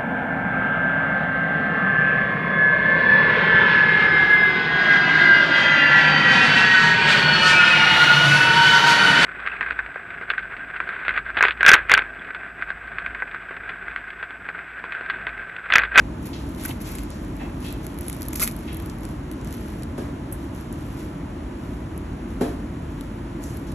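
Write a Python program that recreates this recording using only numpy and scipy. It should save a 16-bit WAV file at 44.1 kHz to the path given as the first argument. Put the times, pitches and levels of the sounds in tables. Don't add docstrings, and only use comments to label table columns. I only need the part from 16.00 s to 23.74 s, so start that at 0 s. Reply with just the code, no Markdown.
import sys
import numpy as np
from scipy import signal
from scipy.fft import rfft, irfft
from scipy.io import wavfile
from scipy.ndimage import uniform_filter1d

SR = 44100
rng = np.random.default_rng(int(sys.argv[2]) if len(sys.argv) > 2 else 0)


def unload_wav(signal):
    wavfile.write(
        sys.argv[1],
        SR,
        np.round(np.clip(np.atleast_2d(signal).T, -1, 1) * 32767).astype(np.int16),
    )


N = 341504

# (time [s], level of the bright part [dB], level of the duller, lower part [dB])
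SNAPS = [(0.2563, -50, -47), (0.2597, -48, -45), (0.2708, -47, -41), (0.4951, -49, -52), (0.5488, -55, -47),
         (0.5996, -44, -43), (0.6117, -42, -44), (0.6305, -39, -50), (0.638, -32, -50), (0.6445, -38, -50),
         (0.6521, -30, -40), (0.6562, -32, -43), (0.66, -26, -43), (0.682, -35, -43), (0.6931, -41, -42),
         (0.7135, -44, -42), (0.7264, -44, -51), (0.805, -49, -46), (0.8185, -38, -51), (0.8225, -49, -47),
         (0.8749, -42, -48), (0.891, -41, -45), (0.9178, -40, -47), (0.9211, -40, -48), (0.953, -37, -35),
         (0.956, -41, -41), (0.959, -44, -49), (0.9857, -49, -36), (0.992, -49, -40), (1.035, -39, -51),
         (1.1045, -49, -38.5), (1.249, -49, -52), (1.3673, -50, -51), (1.6045, -45, -51),
         (1.6649, -50, -41), (1.7264, -35, -41), (1.8461, -46, -50), (1.8513, -49, -53),
         (1.867, -34, -38.5), (1.978, -50, -48), (1.988, -36, -42), (2.0108, -33.5, -44),
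         (2.0315, -49, -52), (2.066, -43, -48), (2.077, -44, -54), (2.0832, -25, -38), (2.0991, -27, -33.5),
         (2.1291, -29.5, -42), (2.1479, -43, -52), (2.1667, -41, -48), (2.2108, -38, -45),
         (2.2204, -30, -41), (2.23, -34, -42), (2.2554, -44, -53), (2.2625, -44, -47), (2.285, -26, -46),
         (2.3298, -36, -52), (2.3326, -36, -31), (2.3355, -37, -44), (2.343, -37, -44), (2.3563, -36, -34),
         (2.3588, -25, -39), (2.361, -30, -43), (2.3752, -34, -46), (2.3975, -28, -27.5),
         (2.4023, -19.5, -34), (2.416, -32, -34), (2.4194, -21, -31), (2.4274, -21, -31),
         (2.4302, -20, -36), (2.4353, -17, -29), (2.4395, -20, -28), (2.4447, -25, -31), (2.4555, -29, -37),
         (2.4698, -36, -33), (2.4765, -22, -28), (2.4806, -35, -38), (2.513, -43, -39), (2.5171, -42, -52),
         (2.5232, -42, -50), (2.5653, -37, -52), (2.5906, -43, -54), (2.7276, -49, -50),
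         (2.7306, -34.5, -52), (2.7464, -37, -51), (2.7704, -35.5, -46), (2.8009, -42, -41),
         (2.8234, -44, -50), (2.8611, -41, -46), (2.899, -43, -39.5), (2.986, -47, -55), (3.0088, -48, -55),
         (3.0342, -49, -47), (3.0524, -40, -36.5), (3.0898, -49, -49), (3.3151, -47, -38.5),
         (3.3252, -44, -52), (3.336, -53, -51), (3.4137, -53, -48), (3.4473, -47, -42), (3.474, -51, -41),
         (3.486, -48, -48), (3.5084, -47, -43), (3.5185, -50, -48), (3.527, -41, -36.5), (3.5406, -43, -41),
         (3.5445, -48, -47), (3.5502, -53, -47), (3.5692, -48, -51), (3.6092, -48, -57), (3.8235, -52, -43),
         (3.8339, -44, -37.5), (4.3158, -50, -57), (4.55, -47, -55), (4.7272, -37.5, -51),
         (5.978, -38, -49), (7.0106, -46, -39.5), (7.4392, -44, -46), (7.5445, -52, -50), (7.571, -39, -54),
         (7.6704, -60, -50), (7.719, -42, -43), (7.7234, -52, -47)]
# (frequency [Hz], level [dB])
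BRIGHT_SPECTRUM = [(1500, -45), (3500, -14), (5500, -17), (8000, -6.5), (10000, 1.5), (11200, 5),
                   (12200, 0), (13300, -19), (14500, -25), (16300, -49)]
# (frequency [Hz], level [dB])
DULL_SPECTRUM = [(400, 7.5), (1300, -12), (2500, 2), (4000, 1.5), (5500, 0.5), (7000, 2), (8500, 5.5),
                 (10500, 1), (14000, -12), (16300, -28)]
HOLLOW_SPECTRUM = [(250, -38), (600, 1.5), (1300, 10), (1900, 2.5), (2500, 11.5), (3100, -3), (4500, 1),
                   (7000, -17)]

def cracks(rise=0.00055, fall=0.00027, lead_s=0.0029, trail_fall=0.0027):
    out, t = np.zeros(N), np.arange(SR // 40) / SR
    since = np.maximum(t - lead_s, 0)
    span = np.sqrt(0.002 * SR / len(t))
    for start, bright_db, dull_db in SNAPS:
        burst = unit_rms(swell(since, rise, fall) ** 2 * rng.standard_normal(len(t)))
        before = unit_rms(swell(t, lead_s, fall) * rng.standard_normal(len(t)))
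        after = unit_rms(swell(since, 2 * rise, trail_fall) * rng.standard_normal(len(t)))
        snap = burst + gain_of(-16) * before + gain_of(-14) * after
        hollow_db = 7.5 + 1.55 * dull_db
        parts = (BRIGHT_SPECTRUM, bright_db), (DULL_SPECTRUM, dull_db + 1.5), (HOLLOW_SPECTRUM, hollow_db)
        for spectrum, db in parts:
            add(out, start - lead_s - rise, gain_of(db) * span * unit_rms(colour(snap, spectrum)))
    return out


# (time [s], level [dB], rise [s], fall [s], relative hollow level [dB])
AVALANCHES = [(0.25, -45, 0.01, 0.029, 9), (0.642, -38, 0.0093, 0.013, 8), (0.672, -40.5, 0.019, 0.019, 7),
              (0.804, -41, 0.012, 0.018, 0), (0.851, -46, 0.023, 0.13, 9), (2.352, -36, 0.004, 0.071, -1),
              (2.397, -27, 0.011, 0.031, -1), (2.413, -22, 0.013, 0.02, 2), (2.473, -36, 0.0029, 0.016, 8)]
# (frequency [Hz], level [dB])
CRACKLE_SPECTRUM = [(1500, -35), (3500, -12), (4900, -10), (5500, -7), (8000, -8), (8900, -1),
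                    (10000, -5.5), (11200, 1), (12200, -2), (13500, -19), (14500, -33), (16300, -57)]

def crunches():
    out, t = np.zeros((2, N)), np.arange(SR // 5) / SR
    for start, db, rise, fall, hollow_db in AVALANCHES:
        envelope = swell(t, rise, fall)
        crackle = colour(envelope * grit(len(t), per_s=7600, spread_db=2.5), CRACKLE_SPECTRUM)
        hollow = colour(envelope * grit(len(t), per_s=7600, spread_db=2.5), HOLLOW_SPECTRUM)
        add(out, start, gain_of(db) * (crackle + gain_of(hollow_db - 9) * hollow))
    return out


# (time [s], level [dB], frequency [Hz], fall [s])
AIR_POCKETS = [(0.9845, -38, 7460, 0.0012), (2.4153, -21, 1200, 0.0022), (2.4255, -25.5, 2140, 0.0046),
               (2.4265, -25.5, 2540, 0.004), (2.4305, -31, 640, 0.008), (2.476, -30.5, 1870, 0.0012),
               (7.4385, -35, 7050, 0.0011)]

def pops(rise=0.00047, ragged=0.34):
    out, t = np.zeros(N), np.arange(SR // 20) / SR
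    for start, db, hz, fall in AIR_POCKETS:
        waver = unit_rms(uniform_filter1d(rng.standard_normal(len(t)), size=30))
        envelope = (1 + ragged * waver) * swell(t, rise, fall)
        add(out, start, gain_of(db) * envelope * np.sin(2 * np.pi * hz * t))
    return out


# (time [s], duration [s], relative level [dB])
FINGER_SLIDES = [(0.197, 0.42, -59), (0.57, 0.13, -49.5), (0.81, 0.17, -59), (1.11, 0.47, -64.5),
                 (1.601, 0.11, -50), (1.805, 0.13, -58), (1.994, 0.38, -54), (2.503, 0.42, -58),
                 (3.006, 0.11, -58), (3.43, 0.33, -56), (4.363, 0.084, -59), (4.529, 0.08, -56),
                 (4.714, 0.36, -59), (5.58, 0.16, -64), (6.266, 0.08, -62), (6.88, 0.19, -66),
                 (7.393, 0.18, -57.5)]
# (frequency [Hz], level [dB])
CRUMB_SPECTRUM = [(400, -24), (1200, 1), (2700, 5), (4500, -0.5), (7000, -2.5), (9500, 3), (11300, 2),
                  (12300, -6), (13200, -41), (14300, -46), (16000, -53)]

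def rubbing(grip_s=0.027, release_s=0.05):
    slip = np.full(N, gain_of(-73))
    t = np.arange(SR) / SR
    for start, duration, db in FINGER_SLIDES:
        stroke = np.minimum(t / grip_s, 1) * np.exp(-np.maximum(t - duration, 0) / release_s)
        add(slip, start, gain_of(db) * stroke)
    dense = colour(grit(N, per_s=3000, spread_db=3.5), CRUMB_SPECTRUM)
    sparse = colour(grit(N, per_s=560, spread_db=6), CRACKLE_SPECTRUM)
    return gain_of(2.5) * slip * (dense + gain_of(-7) * sparse)


# (time [s], level [dB], centre [Hz], half-width [octaves], rise [s], fall [s])
DRAGS = [(0.328, -42, 3580, 0.53, 0.0054, 0.062), (0.59, -46, 4000, 3.2, 0.034, 0.075),
         (0.649, -36, 1600, 0.6, 0.0054, 0.01), (0.684, -35.5, 670, 0.51, 0.019, 0.013),
         (0.701, -36.5, 2750, 0.34, 0.014, 0.004), (0.83, -44, 2300, 2.5, 0.027, 0.18),
         (1.105, -49.5, 5500, 0.51, 0.0088, 0.055), (1.39, -43, 2150, 0.42, 0.015, 0.06),
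         (1.405, -37, 667, 0.58, 0.013, 0.07), (1.636, -41.5, 3200, 0.45, 0.015, 0.079),
         (2.671, -41.5, 2700, 0.44, 0.011, 0.078), (3.33, -57, 4500, 1.5, 0.018, 0.16),
         (4.96, -48.5, 4500, 2, 0.043, 0.032), (7.41, -45, 8450, 0.6, 0.031, 0.085),
         (7.668, -51.5, 6000, 0.7, 0.008, 0.06)]
# (frequency [Hz], bandwidth [Hz], level re the plain scrape [dB])
BOWL_MODES = [(1850, 11, -12), (2096, 20, 10.5), (2635, 35, 10.5), (3300, 33, 6), (3620, 58, -18),
              (3940, 40, -5)]

def scrapes(top_hz=12000, gritty=0.54):
    out, t = np.zeros((2, N)), np.arange(SR // 2) / SR
    hz = np.fft.rfftfreq(len(t), 1 / SR) + 1
    bowl = 1 + sum(gain_of(db) / (1 + 2j * (hz - mode_hz) / width) for mode_hz, width, db in BOWL_MODES)
    lowpass = (1 + (hz / top_hz) ** 40) ** -0.5
    for start, db, centre_hz, octaves, rise, fall in DRAGS:
        band = (1 + (np.log2(hz / centre_hz) / octaves) ** 4) ** -0.5
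        drag = diffuse(len(t)) + gritty * grit(len(t), per_s=250, spread_db=-1)
        scrape = unit_rms(irfft(rfft(drag) * band * lowpass * bowl, len(t)))
        add(out, start, gain_of(db) * scrape * swell(t, rise, fall))
    return out


# (time [s], level [dB], pitch [Hz], rise [s], fall [s])
SKIDS = [(0.647, -33.5, 1546, 0.0093, 0.0056), (0.698, -39, 2990, 0.01, 0.0044),
         (1.395, -55, 1820, 0.025, 0.046), (1.64, -50, 2680, 0.012, 0.05)]
# (frequency / pitch [ratio], level [dB])
SKID_PARTIALS = [(1.002, 2), (1.24, -6), (1.42, -8)]

def squeaks(jitter=0.019, flutter=0.49):
    out, t = np.zeros((2, N)), np.arange(SR // 3) / SR
    for start, db, hz, rise, fall in SKIDS:
        tone = np.zeros((2, len(t)))
        for ratio, partial_db in SKID_PARTIALS:
            bend, grip = unit_rms(uniform_filter1d(rng.standard_normal((2, 2, len(t))), size=90))
            cycles = np.cumsum(hz * ratio * (1 + jitter * bend), axis=-1) / SR
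            tone += gain_of(partial_db) * (1 + flutter * grip) * np.sin(2 * np.pi * cycles)
        add(out, start, gain_of(db) * unit_rms(spread(tone)) * swell(t, rise, fall))
    return out


# (time [s], level [dB])
TOUCH = (4.3232, -23.5)
# (frequency [Hz], level [dB], T60 before the common fade [s])
TOUCH_MODES = [(8000, -12, .03), (8370, 7, 0.056), (10500, -5, .087), (10900, 1, 0.075), (11420, -2, 0.07),
               (11700, -2, .083), (12180, -11, .09), (13010, -17, .14)]
# (frequency [Hz], level [dB])
CHATTER_SPECTRUM = [(4000, -28), (6000, -20), (7500, -20), (8300, -3), (9200, 3), (10000, -2), (11400, -6),
                    (12900, -13), (13600, -28), (16000, -38)]

def tink(chatter_db=-11):
    out, t = np.zeros(N), np.arange(SR // 5) / SR
    start, db = TOUCH
    modes = sum(gain_of(mode_db - 60 * t / t60) * np.sin(2 * np.pi * (hz * t + rng.random()))
                for hz, mode_db, t60 in TOUCH_MODES)
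    ring = modes / abs(modes).max() * swell(t, rise=0.0017, fall=0.018)
    chatter = colour(rng.standard_normal(len(t)), CHATTER_SPECTRUM) * swell(t, rise=0.0012, fall=0.016)
    add(out, start, gain_of(db) * (ring + gain_of(chatter_db) * chatter))
    return out


# (time [s], boom level [dB], rattle level [dB])
IMPACTS = [(3.9744, -25, -31.5), (6.4061, -10, -25)]
# (frequency [Hz], level [dB], T60 before the common fade [s])
PANEL_MODES = [(172, -6, 0.13), (256, -2.5, 0.3), (289, 12, 0.054), (388, 13, 0.044), (439, -6, 0.21),
               (544, -6, 0.11), (694.5, -17, 0.22), (787, -7.5, 0.058), (893, -24, 0.3), (1088, -18, 0.074)]
# (frequency [Hz], level [dB])
RATTLE_SPECTRUM = [(90, -21), (200, 3.5), (420, 4.5), (700, -2.5), (1050, -9), (1650, -11.5), (2100, -18),
                   (3500, -20.5), (6500, -26), (11300, -21), (12400, -32), (13300, -60), (15000, -76)]

def bumps(rebound_s=0.0375, rebound_db=-10, room_db=-9, room_t60=0.39):
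    out, t = np.zeros((2, N)), np.arange(SR * 3 // 4) / SR
    for start, db, rattle_db in IMPACTS:
        modes = sum(gain_of(mode_db - 60 * t / t60) * np.sin(2 * np.pi * hz * t)
                    for hz, mode_db, t60 in PANEL_MODES)
        boom = modes * swell(t, rise=0.018, fall=1)
        boom *= gain_of(db) / abs(boom).max()
        room = reflections(t, room_db, rise=0.045, fall=room_t60 / np.log(1000))
        rattle = colour(diffuse(len(t)), RATTLE_SPECTRUM) * swell(t, rise=0.0063, fall=0.071)
        add(out, start, boom)
        add(out, start + rebound_s, gain_of(rebound_db) * boom)
        add(out, start, signal.fftconvolve(boom[None], room, axes=1))
        add(out, start, gain_of(rattle_db) * rattle)
    return out


# (frequency [Hz], spectral density [dB per Hz])
DUCT_SPECTRUM = [(18, -89), (31, -68), (42, -62), (62, -52), (80, -55), (140, -57.5), (210, -58),
                 (285, -57), (345, -58.5), (410, -70.5), (600, -72.5), (900, -77.5), (2000, -110),
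                 (6000, -170)]
AIRFLOW_SPECTRUM = [(300, -101), (630, -74.5), (780, -81.5), (1000, -74), (1500, -79.5), (2000, -83.5),
                    (2800, -87.5), (3800, -93), (5200, -98), (8000, -97.5), (11200, -96.5), (12100, -109),
                    (13500, -140), (16000, -160)]
# (frequency [Hz], rms level [dB])
FAN_PARTIALS = [(47.8, -41), (287, -48.5), (438, -59), (625, -60), (860, -60.5), (969, -63)]

def ventilation(waver=0.23, lowest_drift_hz=1.504):
    hz = np.fft.rfftfreq(N, 1 / SR)
    density = np.hypot(gain_of(value_at(DUCT_SPECTRUM, hz)), gain_of(value_at(AIRFLOW_SPECTRUM, hz)))
    out = irfft(rfft(diffuse(N)) * density * np.sqrt(SR / 2), N)
    slow = np.exp(-(hz / 4) ** 2)
    for tone_hz, db in FAN_PARTIALS:
        sway, drift = unit_rms(irfft(rfft(rng.standard_normal((2, N))) * slow, N))
        drift_hz = lowest_drift_hz * np.sqrt(tone_hz / FAN_PARTIALS[0][0])
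        cycles = np.cumsum(tone_hz + drift_hz * drift) / SR
        out += gain_of(db) * np.sqrt(2) * (1 + waver * sway) * np.sin(2 * np.pi * cycles)
    return out


def kitchen(x, near_db=-11, room_db=-19, room_t60=0.18):
    t = np.arange(SR // 2) / SR
    early = reflections(t, near_db, rise=0.0006, fall=0.0028)
    late = reflections(t, room_db, rise=0.011, fall=room_t60 / np.log(1000))
    return x + signal.fftconvolve(x.mean(0)[None], early + late, axes=1)[:, :N]


def reflections(t, db, rise, fall):
    response = diffuse(len(t)) * swell(t, rise, fall)
    return gain_of(db) * response / np.linalg.norm(response[0])


# (frequency [Hz], coherence [0 to 1])
COHERENCE = [(120, 1), (330, .97), (700, 0.058), (1200, 0.021), (1800, 0.91), (2700, 0.22), (3500, 0.057),
             (4900, 0.72), (5900, 0.66), (7200, 1), (9000, 1), (10200, 0.99), (11500, 0.98), (12300, 0.73)]

def spread(pair):
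    size = pair.shape[-1]
    same = np.clip(value_at(COHERENCE, np.fft.rfftfreq(size, 1 / SR)), 0, 1)
    mid, side = rfft(pair) * np.sqrt([(1 + same) / 2, (1 - same) / 2])
    return irfft(np.array([mid + side, mid - side]), size)


def diffuse(size):
    return spread(rng.standard_normal((2, size)))


def grit(size, per_s, spread_db):
    shape = (2, size)
    sizes = gain_of(spread_db * np.minimum(rng.exponential(1, shape), 4))
    signs = rng.choice([-1, 1], shape)
    breaks = rng.random(shape) < per_s / SR
    return spread(unit_rms(sizes * signs * breaks))


def colour(x, spectrum):
    log_gain = np.log(gain_of(value_at(spectrum, abs(np.fft.fftfreq(2048, 1 / SR)))))
    response = np.exp(np.conj(signal.hilbert(log_gain)))
    taps = np.fft.ifft(response).real[:1024]
    return np.apply_along_axis(signal.fftconvolve, -1, x, taps / np.linalg.norm(taps))[..., :x.shape[-1]]


def swell(t, rise, fall):
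    return np.sin(np.pi / 2 * np.minimum(t / rise, 1)) ** 2 * np.exp(-np.maximum(t - rise, 0) / fall)


def gain_of(db):
    return 10 ** (np.asarray(db) / 20)


def unit_rms(x):
    return x / np.sqrt(np.mean(x ** 2) + 1e-20)


def value_at(spectrum, hz):
    frequencies, values = np.transpose(spectrum)
    return np.interp(np.log(hz + 1), np.log(frequencies + 1), values)


def add(mix, start, sound):
    part = mix[..., max(round(start * SR), 0):][..., :sound.shape[-1]]
    part += sound[..., :part.shape[-1]]


def scene():
    close = cracks() + pops() + crunches() + rubbing() + squeaks() + tink()
    return kitchen(close) + scrapes() + bumps() + ventilation()


# (frequency [Hz], phase [rad])
PHASE_LEAD = [(20, 0), (1800, 0), (2800, 1), (3800, 1), (4500, 2.1), (4900, 3.1), (5500, 6.1), (6150, 6.3),
              (8000, 8.3), (8550, 9.25), (9400, 9.5), (12100, 12.55), (13800, 12.6), (16000, 15.7)]

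def record(dry, cutoff_hz=16300):
    lead = np.interp(np.fft.rfftfreq(N, 1 / SR), *np.transpose(PHASE_LEAD))
    pair = irfft(rfft(dry) * np.exp(1j * np.outer([0.5, -0.5], lead)), N)
    lowpass = signal.firwin(511, cutoff_hz, window=("kaiser", 9), fs=SR)
    return signal.oaconvolve(pair, lowpass[None], "same")


dry = scene()
out = record(dry)
unload_wav(out)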